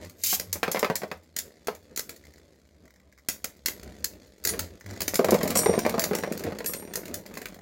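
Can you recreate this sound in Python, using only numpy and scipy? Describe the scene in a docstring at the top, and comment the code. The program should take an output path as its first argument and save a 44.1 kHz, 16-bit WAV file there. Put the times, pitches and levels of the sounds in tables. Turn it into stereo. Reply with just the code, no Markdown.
"""Spinning tops in a plastic arena

Three spinning tops fight in a thin plastic arena, close under a phone in a small room.
Clashing rims and thumps on the shell are short noise bursts with decaying modes; clashes unsettle the tops.
A rip cord launches the third top as a train of tooth cracks; the tips rumble and tick as shaped noise and pulses.
One top bursts: its parts tumble and click, and its loose metal wheel rings whenever it is struck."""
import sys
import numpy as np
from scipy import signal
from scipy.fft import rfft, irfft
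from scipy.io import wavfile
from scipy.ndimage import uniform_filter1d

SR = 44100
rng = np.random.default_rng(int(sys.argv[2]) if len(sys.argv) > 2 else 0)


def master_out(mix):
    """Clip the mix to full scale and print it as 16-bit PCM to the path in sys.argv[1]."""
    frames = np.transpose(np.atleast_2d(mix))
    ceiling = np.clip(frames, -1, 1)
    pcm = np.round(ceiling * 32767).astype(np.int16)
    wavfile.write(sys.argv[1], SR, pcm)


N = 335601
TIME = np.arange(N) / SR
AGE = TIME[:SR * 3 // 4]  # time since a blow, in seconds

# one top bursts; its parts spread over the shell and slowly come to rest
BURST_S, SPREAD_S, PARTS_DB, REST_DB_PER_S = 5.19, 0.23, -23, 10.5
LIGHT_SCATTER_DB = 1  # light hits vary by at most this much either way

# Hard parts, mostly rims, strike each other. Each row: start in seconds, treble level of the crack in dB,
# plastic body in dB before weighting, metal ring in dB relative to the crack's level.
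CLASHES = [(0.048, -44, -4, -15), (0.096, -40.5, -10, -20), (0.236, -16, -39, -4.5),
           (0.397, -20, -13.5, -19), (0.528, -15.5, -28, -16.5), (0.632, -37, 0.5, -14),
           (0.715, -19.5, -20, -1), (0.731, -33, -6, -18), (0.793, -21.5, -14, -25), (0.955, -18, -19, -29),
           (0.962, -26, -13, -13), (1.364, -21.5, -14.5, -20), (1.387, -19.5, -19, -8.5),
           (1.671, -27.5, 8, -14), (1.749, -41, 5, -16), (1.961, -27.5, -19, -17), (1.974, -21.5, -17, -14),
           (1.993, -21.5, -11, -11), (2.093, -30, -2, -16), (2.162, -44.5, -9, -22),
           (3.286, -16, -13.5, -4), (3.443, -20.5, -2.5, -17), (3.659, -15, -16, -12), (3.683, -23, 7, -6),
           (3.831, -40.5, 7, -30), (4.043, -16, -27.5, -14), (4.439, -30.5, -24, -4), (4.45, -15, -16, -7),
           (4.472, -16.5, -19, -4), (4.49, -21, -17, 4), (4.592, -19.5, -4, -28), (5.005, -22, 1, -22),
           (5.017, -19.5, -6, -5), (5.079, -18, -4.5, -9), (5.142, -21, -11, -6), (5.155, -17, -7, -1.5),
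           (5.245, -23.5, -8, -13), (5.288, -42, 4, -16), (5.307, -16.5, -24, -6), (5.342, -24.5, 2, -13),
           (5.43, -23, -13, -5), (5.476, -24, -4, -13), (5.553, -22, -19, -15), (5.571, -16, -19, -6),
           (5.59, -18, -18, -13), (5.863, -32, -14, -18), (5.994, -17.5, -7, -1), (6.039, -18.5, 1, -7),
           (6.15, -21, -17, -12), (6.234, -46, -40, -13), (6.375, -31, -11, -17), (6.394, -33.5, -3, -20),
           (6.66, -25, -11, 2), (6.735, -24.5, -7, -17), (6.936, -29, 1, -16), (6.956, -20, -21, -6),
           (7.055, -34.5, -3, -20), (7.141, -23.5, -21, -5.5), (7.339, -40, 8, -23), (7.373, -32, -7, -23),
           (7.416, -34.5, 16, -22), (7.456, -31.5, 19.5, -20)]
# Modes of a metal rim. Each row: frequency in Hz, level in dB, 60 dB decay time in seconds.
RIM_MODES = [(2030, -9, .14), (3548, -10, .1), (4635, -5, .18), (5250, -4, .13), (5992, -2, .2),
             (6718, -3, .18), (7350, -2, .12), (8979, -7, .12), (9700, -2, .14), (10420, -6, .16),
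             (11150, -1, .2), (11730, -3, .13), (12160, -1, .23), (12680, -5, .16), (14320, -4, .14),
             (14540, -2, .22)]
# Spectrum of a crack. Each row: frequency in Hz, gain in dB.
CLASH_COLOUR = [(100, -9), (500, 0), (1100, -5), (2000, 0.5), (2900, -6), (4800, 2), (7400, 4), (8700, -4),
                (12000, 1.5), (16000, 2)]
CLICK_PER_S, CLICK_DB = 7.6, 5  # loose parts click on each other, dB above their rumble
CLICK_BODY_DB, CLICK_RING_DB = 5, -13  # the clicks' body and ring, as in the table of clashes
RETOUCH_S, RETOUCH_DB = 0.011, -13.5  # about one turn after a clash the rims touch again
RATTLE_T60_S = 0.17


def clashes(crack_t60=0.018, rattle_db=-30, body_weight=0.38, top_db=-0.85):
    """Impact excitation: a hard crack, a second touch and a buzz of stacked parts, with the rim's modal ring."""
    out, rim = np.zeros(N), modes(RIM_MODES)
    clicks = [(s, parts_db(s) + CLICK_DB + db, CLICK_BODY_DB, CLICK_RING_DB)
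              for s, db in light_hits(BURST_S + SPREAD_S, CLICK_PER_S)]
    touch = fade(crack_t60) * (1 - fade(0.011))
    again = np.interp(AGE - RETOUCH_S, AGE, touch)
    rattle = amp(rattle_db) * fade(RATTLE_T60_S)
    contact = (touch + amp(RETOUCH_DB) * again + rattle)[:SR // 4]
    for s, db, body_db, ring_db in CLASHES + clicks:
        crack = rng.standard_normal(len(contact)) * contact
        body_gain_db = body_weight * (body_db + 15)
        crack = colour(crack, [(2500, body_gain_db), (5000, 0.02), (8000, 0.015), (13000, top_db)])
        crack = colour(crack, CLASH_COLOUR)
        metal = whirl(ring(rim, scatter_db=4), turn_hz=65, depth=0.9, shift_hz=45)
        add(out, s, amp(db) * crack / attack_level(band(crack, 6750, "high")))
        add(out, s, amp(db + ring_db) * metal)
    return out


# Heavy blows on the arena shell. Each row: start in seconds, level in dB, hardness in dB before weighting.
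KNOCKS = [(0.329, -25, -3.5), (0.399, -31, -25), (0.413, -35, -22), (0.557, -31.5, -7),
          (0.631, -15.5, -1.5), (0.68, -18, -7.5), (0.747, -18, -4.5), (0.76, -21.5, 0.5),
          (0.771, -23.5, 0), (0.829, -12.5, -9), (0.846, -18.5, 3), (0.9, -15, -14.5), (1.019, -30, -2.5),
          (1.034, -21, -9.5), (1.115, -25.5, 2), (1.684, -16.5, -6.5), (4.458, -34, -22), (4.537, -29, -2),
          (5.021, -32.5, -10), (5.137, -22.5, -15), (5.193, -6, -20), (5.245, -12, -13.5),
          (5.286, -13.5, -11), (5.322, -9.5, -27), (5.328, -10.5, -21), (5.345, -11.5, -26),
          (5.35, -14.5, -8), (5.412, -23, -3), (5.434, -17.5, -21.5), (5.556, -16.5, -15),
          (5.591, -18, -28), (5.66, -11.5, -16), (5.695, -10, -26), (5.739, -15.5, -13.5),
          (5.778, -12, -27), (5.851, -19.5, -7), (5.864, -11.5, -12), (5.942, -18.5, -12),
          (5.981, -15.5, -13.5), (6.112, -18, -16.5), (6.134, -19.5, -7), (6.152, -20.5, -11),
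          (6.236, -20, -6), (6.275, -23, -17), (6.315, -21.5, -34), (6.522, -25, -15.5), (6.605, -26, -2.5),
          (6.973, -29.5, -10), (7.372, -30, -5)]
# Modes of the plastic shell. Each row: frequency in Hz, level in dB, 60 dB decay time in seconds.
SHELL_MODES = [(178, -8, .25), (200, -10, .2), (350, -8, .12), (437, 2, .16), (480, -2, .1), (581, 0, .15),
               (807, -6, .07), (1055, -7, .07), (1590, -11, .05), (2035, -10, .05)]
# Spectrum of a blow on the shell. Each row: frequency in Hz, gain in dB.
KNOCK_COLOUR = [(40, -32), (120, -15), (190, 2), (290, -9.5), (440, 3.5), (600, 2.5), (850, -3.5),
                (1300, -9.5), (2050, -5), (3000, -14.5), (5000, -17.5), (9000, -29.5), (16000, -25.5)]
SHELL_DB = -8  # shell modes relative to the blow
USUAL_HARD_DB = -11  # hardness of an average blow
TUMBLE_PER_S, TUMBLE_DB, TUMBLE_HARD_DB = 19, 3.5, -10.5  # light knocks of the parts, dB above their rumble
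# low boom of a full-scale blow; dB more for each dB lighter, and for each dB softer; upper limit
BOOM_DB, BOOM_SLOPE, BOOM_PER_SOFT, BOOM_MOST_DB = -16, 0.59, 0.3, 5.5


def knocks(flex_db=-19, flex_per_hard=0.16, flex_t60=0.057, hard_weight=0.86, mid_weight=0.64):
    """Bending waves: a sharp thump stirs waves that settle into shell modes; hard blows stir more of them."""
    out, shell = np.zeros(N), modes(SHELL_MODES)
    tumbles = [(s, parts_db(s) + TUMBLE_DB + db, TUMBLE_HARD_DB)
               for s, db in light_hits(BURST_S + SPREAD_S, TUMBLE_PER_S)]
    flex = fade(flex_t60)[:SR // 4]
    for s, db, hard_db in KNOCKS + tumbles:
        boom_db = min(BOOM_DB - BOOM_SLOPE * db - BOOM_PER_SOFT * hard_db, BOOM_MOST_DB)
        harder_db = hard_db - USUAL_HARD_DB
        blow = amp(flex_db + flex_per_hard * harder_db) * rng.standard_normal(len(flex)) * flex
        blow[0] -= 1  # the thump itself
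        hardness = [(1100, mid_weight * harder_db), (2000, hard_weight * hard_db)]
        blow = colour(blow, [(180, boom_db), (400, 0), (600, 0.0044)] + hardness)
        blow = colour(blow, KNOCK_COLOUR)
        settle = ring(shell, scatter_db=2.5).imag * (1 - fade(0.012))
        add(out, s, amp(db) * blow / attack_level(band(blow, 1360, "low"), size=350))
        add(out, s, amp(db + SHELL_DB) * settle)
    return out


# Blows on the loose wheel. Each row: start in seconds, level in dB, frequency in Hz that the blow favours.
WHEEL_HITS = [(5.555, -11, 6700), (5.572, -10.5, 9200), (5.994, -19, 15500), (6.151, -27, 6500),
              (6.660, -15, 11000), (6.736, -28, 9500)]
# Modes of the wheel. Each row: frequency in Hz, level in dB, 60 dB decay time in seconds.
WHEEL_MODES = [(5582, -3, .7), (5712, -4, .95), (5787, -7, .7), (7100, -11, .45), (7340, -8, .3),
               (7763, 3, .2), (8850, -2, .62), (8930, -6, .55), (11580, 1, .36), (15320, 0, .42),
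               (15650, -1, .28)]


def loose_wheel():
    """Selective modal excitation: the freed wheel rings long, its modes far from the favoured pitch weaker."""
    out = np.zeros(N)
    for s, db, favoured_hz in WHEEL_HITS:
        struck = []
        for hz, mode_db, t60 in WHEEL_MODES:
            octaves = np.log2(hz / favoured_hz)
            struck.append((hz, mode_db - min(24 * octaves ** 2, 18), t60))
        tone = ring(modes(struck), scatter_db=1)
        add(out, s, amp(db) * whirl(tone, turn_hz=32, depth=0.9, shift_hz=8))
    return out


# Spectrum of the toothed cord. Each row: frequency in Hz, gain in dB.
RIP_COLOUR = [(200, -27.5), (1200, -18), (2300, -5.5), (4000, -0.5), (7500, 3.5), (9000, -6), (13000, 5),
              (16000, -1.5)]
PULL_S, PULL_LENGTH_S, PULL_DB, PULL_RELEASE_DB_PER_S = 0.24, 0.11, -18, 1000
SLACK_S, SLACK_DB = 0.1, -19  # the slack is taken up before the pull, dB relative to it
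SLOW_TEETH_HZ, FAST_TEETH_HZ, SPEED_UP_S = 260, 1317, 0.11  # mean tooth rates


def launcher():
    """Pulse-train excitation: the toothed cord races through the launcher's gear, every tooth a tiny crack."""
    age = TIME - PULL_S
    teeth_hz = np.interp(age, [0, SPEED_UP_S], [SLOW_TEETH_HZ, FAST_TEETH_HZ])
    slack = amp(SLACK_DB) * np.clip(1 + age / SLACK_S, 0, 1) ** 2
    pull = amp(-PULL_RELEASE_DB_PER_S * np.maximum(age - PULL_LENGTH_S, 0))
    teeth = pulses(teeth_hz * (1 + 0.025 * walk(300)), scatter_db=1.5)
    grit = signal.fftconvolve(teeth, fade(0.006))[:N] * rng.standard_normal(N)
    rip = unit(colour(unit(teeth) + 2 * unit(grit), RIP_COLOUR))
    return amp(PULL_DB) * np.where(age < 0, slack, pull) * rip


# The tops run down steadily. Each row: turns per second at the start, turns per second lost each second.
SPINS = [(86.5, 5.3), (63, 3.5)]
# The tips scrub harder as the tops race up the bowl, softer in its middle.
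# Each row: time in seconds, level in dB before the mix.
SCRUB = [(.2, -54), (.55, -50), (1.28, -59), (1.55, -54), (1.87, -52), (2.25, -51), (3.05, -59),
         (3.5, -54.5), (4.35, -50.5), (7.6, -50)]
# A top leans and wobbles. Each row: start in seconds, length in seconds, mean throb rate in Hz,
# level in dB before the mix.
WOBBLES = [(-.04, 0.08, 82.4, -39), (0.396, 0.11, 90, -47.5), (3.66, 0.342, 67, -45),
           (4.454, 0.2, 89.4, -41.5), (4.84, 0.257, 91, -39)]
# Spectrum of the rumble on the shell. Each row: frequency in Hz, gain in dB.
ROLL_COLOUR = [(25, -22), (60, -5), (120, -10), (175, 2.5), (280, -1), (440, 0), (600, 0.5), (850, -11.5),
               (1400, -18.5), (2000, -21), (3000, -28), (16000, -54.5)]
# Spectrum of the ticking tips. Each row: frequency in Hz, gain in dB.
TICK_COLOUR = [(200, -9.5), (1400, -4), (2050, 3.5), (2700, -7.5), (3400, 0.5), (4600, -1), (7400, -3.5),
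               (9000, -11.5), (12500, -11), (16000, -17)]
DRUM_HZ, DRUM_WIDTH_HZ, DRUM_DB = 92.5, 15, -11.5  # the shell's lowest resonance, woken by all scrubbing
PARTS_LOW_HZ = 110  # the light parts hardly move the shell below this


def tips(rumble_db=-2, chatter_db=-10, wobble_chatter_db=-9, parts_chatter_db=-14,
         hum_db=-4, wobble_hum_db=-1, rub_db=-8):
    """Friction and unbalance: tips and parts scrub the shell, tips tick once a turn, wobbling tops throb."""
    spins_hz = [np.maximum(hz - loss * TIME, 10) for hz, loss in SPINS]
    steps = TIME[::256]
    steady_scrub = amp(np.interp(TIME, *np.transpose(SCRUB)))
    scrub = np.hypot(steady_scrub, np.interp(TIME, steps, unsettled(steps)))
    wobbles = [(hz, amp(db) * wobble(s, length)) for s, length, hz, db in WOBBLES]
    lean = sum(level for _, level in wobbles)
    parts = amp(parts_db(TIME)) * np.clip((TIME - BURST_S) / SPREAD_S, 0, 1)

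    turns = sum(pulses(hz * (1 + 0.054 * walk(25)), scatter_db=3.5) for hz in spins_hz)
    roughness = rng.standard_normal(N) * amp(4.96 * walk(18))
    bumps = unit(band(turns, 92, "high")) + 0.74 * roughness
    drum_edges_hz = [DRUM_HZ - DRUM_WIDTH_HZ / 2, DRUM_HZ + DRUM_WIDTH_HZ / 2]
    drum = band(bumps, drum_edges_hz, "band", order=1)
    rumble = unit(colour(bumps, ROLL_COLOUR)) + amp(DRUM_DB) * unit(drum)
    light_rumble = band(rumble, PARTS_LOW_HZ, "high", order=1)
    rumbling = amp(rumble_db) * (np.hypot(scrub, lean) * rumble + parts * light_rumble)

    ticks = unit(signal.fftconvolve(turns, fade(0.016))[:N]) + amp(rub_db)  # with a steady rub between
    chatter = unit(colour(ticks * rng.standard_normal(N), TICK_COLOUR))
    chatter_parts = [amp(chatter_db) * scrub, amp(wobble_chatter_db) * lean, amp(parts_chatter_db) * parts]
    chatter_level = np.linalg.norm(chatter_parts, axis=0)  # independent sources add in power

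    hum = amp(hum_db) * scrub * throb(spins_hz[0])
    wobble_hum = amp(wobble_hum_db) * sum(level * throb(hz) for hz, level in wobbles)
    return rumbling + chatter_level * chatter + hum + wobble_hum


UNSETTLE_DB, SETTLE_DB_PER_S = -32.5, 27.5  # extra scrub relative to the clash, and its decay


def unsettled(s):
    """Power summation: extra scrub at the times s, left by earlier clashes until the tops right themselves."""
    times, db = np.transpose(CLASHES)[:2]
    age = s[:, None] - times
    left = amp(db + UNSETTLE_DB - SETTLE_DB_PER_S * np.abs(age)) * (age >= 0)
    return np.linalg.norm(left, axis=1)


WOBBLE_ATTACK_S, WOBBLE_RELEASE_S = 0.04, 0.045


def wobble(s, length):
    """Amplitude envelope: a wobble sets in, holds and dies away exponentially."""
    onset = np.clip((TIME - s) / WOBBLE_ATTACK_S, 0, 1)
    return onset * np.exp(-np.maximum(TIME - s - length, 0) / WOBBLE_RELEASE_S)


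UNBALANCE_HZ = 83.3  # the throb has full strength at this rate


def throb(hz):
    """Rotating unbalance: the shell is rocked with a force that grows as the rate squared, a little unsteadily."""
    phase = 2 * np.pi * np.cumsum(hz * (1 + 0.07 * walk(35))) / SR
    rocking = np.sin(phase) + 0.25 * np.sin(2 * phase)
    return (hz / UNBALANCE_HZ) ** 2 * unit(rocking * (1 + 0.8 * walk(22)))


def parts_db(s):
    """Energy loss: the loose parts' rumble level falls linearly in dB from the burst on."""
    return PARTS_DB - REST_DB_PER_S * np.maximum(s - BURST_S, 0)


def light_hits(start, per_s, count=48):
    """Jittered point process: small contacts from start on, as (s, dB off the usual strength)."""
    place, size = rng.random((count, 2)).T
    times = start + (np.arange(count) + place) / per_s
    return [(s, db) for s, db in zip(times, LIGHT_SCATTER_DB * (2 * size - 1)) if s < TIME[-1]]


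GRAZE_PER_S, GRAZE_DB = 9, 2.5  # unsettled tops barely touch each other, dB above their extra scrub


def grazes(graze_t60=0.05):
    """Amplitude-modulated noise: faint bright ticks that die out as the tops right themselves."""
    out = np.zeros(N)
    times, dbs = np.transpose(light_hits(0, GRAZE_PER_S, count=96))
    for s, level in zip(times, unsettled(times) * amp(GRAZE_DB + dbs)):
        add(out, s, level * fade(graze_t60))
    return out * unit(colour(rng.standard_normal(N), CLASH_COLOUR))


# A tip skips over the shell. Each row: start in seconds, length in seconds, mean tap level in dB.
SKIPS = [(2.213, .17, -48.5), (2.855, .17, -54), (3.136, .11, -53.5), (4.818, 0.17, -40)]
# Spectrum of a tap. Each row: frequency in Hz, gain in dB.
SKIP_COLOUR = [(300, -16), (1500, -4.5), (2030, 4), (2600, -19), (3500, -15.5), (5000, -9.5), (7400, -9.5),
               (9000, -22), (16000, -15)]


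def skips(skip_hz=33):
    """Repeated light impacts: short runs of taps wake the shell's nasal 2 kHz resonance."""
    out = np.zeros(N)
    for s, length, db in SKIPS:
        for start in np.arange(s, s + length, 1 / skip_hz):
            tap = colour(rng.standard_normal(len(AGE)) * fade(0.024), SKIP_COLOUR)
            level = amp(db + 2 * rng.standard_normal())
            add(out, start + 0.019 * rng.standard_normal(), level * tap / attack_level(tap))
    return out


def room(x, low_db=-11, high_db=-7, low_t60=0.26, high_t60=0.19):
    """Reverberation: echoes from the arena walls and the room, in which the lows linger longest."""
    build = 1 - fade(0.005)
    low, high = (echoes(x, build * fade(t60)) for t60 in (low_t60, high_t60))
    return amp(low_db) * band(low, 660, "low") + amp(high_db) * band(high, 636, "high")


def scattered(x):
    """Scattering: treble also reaches the shaded port by short detours off the arena walls."""
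    detours = band(echoes(x, fade(0.012)), 900, "high", order=1)
    return colour(x + amp(1) * detours, [(500, 0), (2000, -3.5)])


def echoes(x, envelope, move_hz=9, count=4):
    """Time-varying diffuse field: dense echoes whose paths keep changing as the tops move about."""
    out = 0
    for _ in range(count):
        paths = rng.standard_normal(len(AGE)) * envelope
        change = np.cos(2 * np.pi * (move_hz * rng.random() * TIME + rng.random()))
        out = out + signal.fftconvolve(x * change, paths / np.linalg.norm(paths))[:N]
    return out * np.sqrt(2 / count)


def modes(table):
    """Modal superposition: one decaying complex partial per mode."""
    return np.array([amp(db) * fade(t60) * np.exp(2j * np.pi * hz * AGE) for hz, db, t60 in table])


def ring(partials, scatter_db):
    """Modal participation: each point of contact shares a blow differently; the result stays complex."""
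    count = len(partials)
    share = unit(amp(scatter_db * rng.standard_normal(count)))
    start_phase = np.exp(2j * np.pi * rng.random(count))
    return (share * start_phase) @ partials / np.sqrt(count)


def whirl(tone, turn_hz, depth, shift_hz):
    """Phase modulation: a turning body swings and slightly shifts its ring, which splits each line."""
    turns = turn_hz * rng.uniform(0.7, 1.3) * AGE + rng.random()
    phase = depth * np.sin(2 * np.pi * turns) + 2 * np.pi * shift_hz * rng.standard_normal() * AGE
    return (tone * np.exp(1j * phase)).imag


def pulses(hz, scatter_db):
    """Periodic excitation: one pulse of random size per cycle, scaled for equal power at any rate."""
    wraps = np.diff(np.floor(np.cumsum(hz) / SR), prepend=0)
    size = amp(scatter_db * np.clip(rng.standard_normal(N), -2, 2))
    return wraps * size / np.sqrt(hz / SR)


def walk(rate):
    """Smoothed random process: a slow wander with rms 1."""
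    k = int(SR / rate)
    held = np.repeat(rng.standard_normal(N // k + 1), k)
    return unit(uniform_filter1d(held, k)[:N])


def fade(t60):
    """Exponential decay: 60 dB down after t60 seconds."""
    return np.exp(-np.log(1000) * AGE / max(t60, 1e-3))


def colour(x, points, size=2048):
    """Minimum-phase filtering: a causal filter through (Hz, dB) points, from the cepstrum of its gain."""
    hz, db = np.transpose(points)
    bins = np.maximum(np.arange(size // 2 + 1) * SR / size, 1)
    cep = irfft(np.log(amp(np.interp(np.log(bins), np.log(hz), db))))
    cep[1:size // 2] *= 2  # fold the cepstrum onto positive time
    cep[size // 2 + 1:] = 0
    return signal.fftconvolve(x, irfft(np.exp(rfft(cep))))[:len(x)]


def band(x, edges_hz, kind, order=2):
    """Butterworth filtering: a maximally flat passband."""
    return signal.sosfilt(signal.butter(order, edges_hz, kind, fs=SR, output="sos"), x)


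def amp(db):
    """Logarithmic level: decibels to gain."""
    return 10 ** (np.asarray(db) / 20)


def unit(x):
    """Power normalisation: scale to rms 1."""
    return x / np.sqrt(np.mean(x ** 2))


def attack_level(x, size=256):
    """Short-time level: rms of the first few milliseconds."""
    return np.sqrt(np.mean(x[:size] ** 2))


def add(out, s, x):
    """Superposition: mix x in at time s."""
    i = max(int(s * SR), 0)
    out[i:i + len(x)] += x[:max(N - i, 0)]


# Shadow of the phone's body on its left port. Each row: frequency in Hz, gain in dB.
SHADOW = [(60, -5.5), (180, -4.3), (350, -3.6), (700, -6), (1400, -9), (2800, -6.5), (5600, -8.5),
          (10000, -9.5), (14000, -13)]
PORT_LAG = 19  # samples


def scene():
    """Diffraction and delay: the right port faces the arena, the left is shaded and hears it a little later."""
    dry = clashes() + knocks() + loose_wheel() + grazes() + launcher() + tips() + skips()
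    near, far = (x + room(x) for x in (dry, scattered(dry)))
    late = np.pad(far, (PORT_LAG, 0))[:N]
    return np.array([colour(late, SHADOW), near])


TOP_HZ = 15950


def record(dry):
    """Saturation and band limiting: the phone clips at full scale and cuts the top."""
    clipped = np.clip(dry, -1, 1)
    return signal.sosfilt(signal.ellip(10, 0.2, 70, TOP_HZ, fs=SR, output="sos"), clipped)


dry = scene()
out = record(dry)
master_out(out)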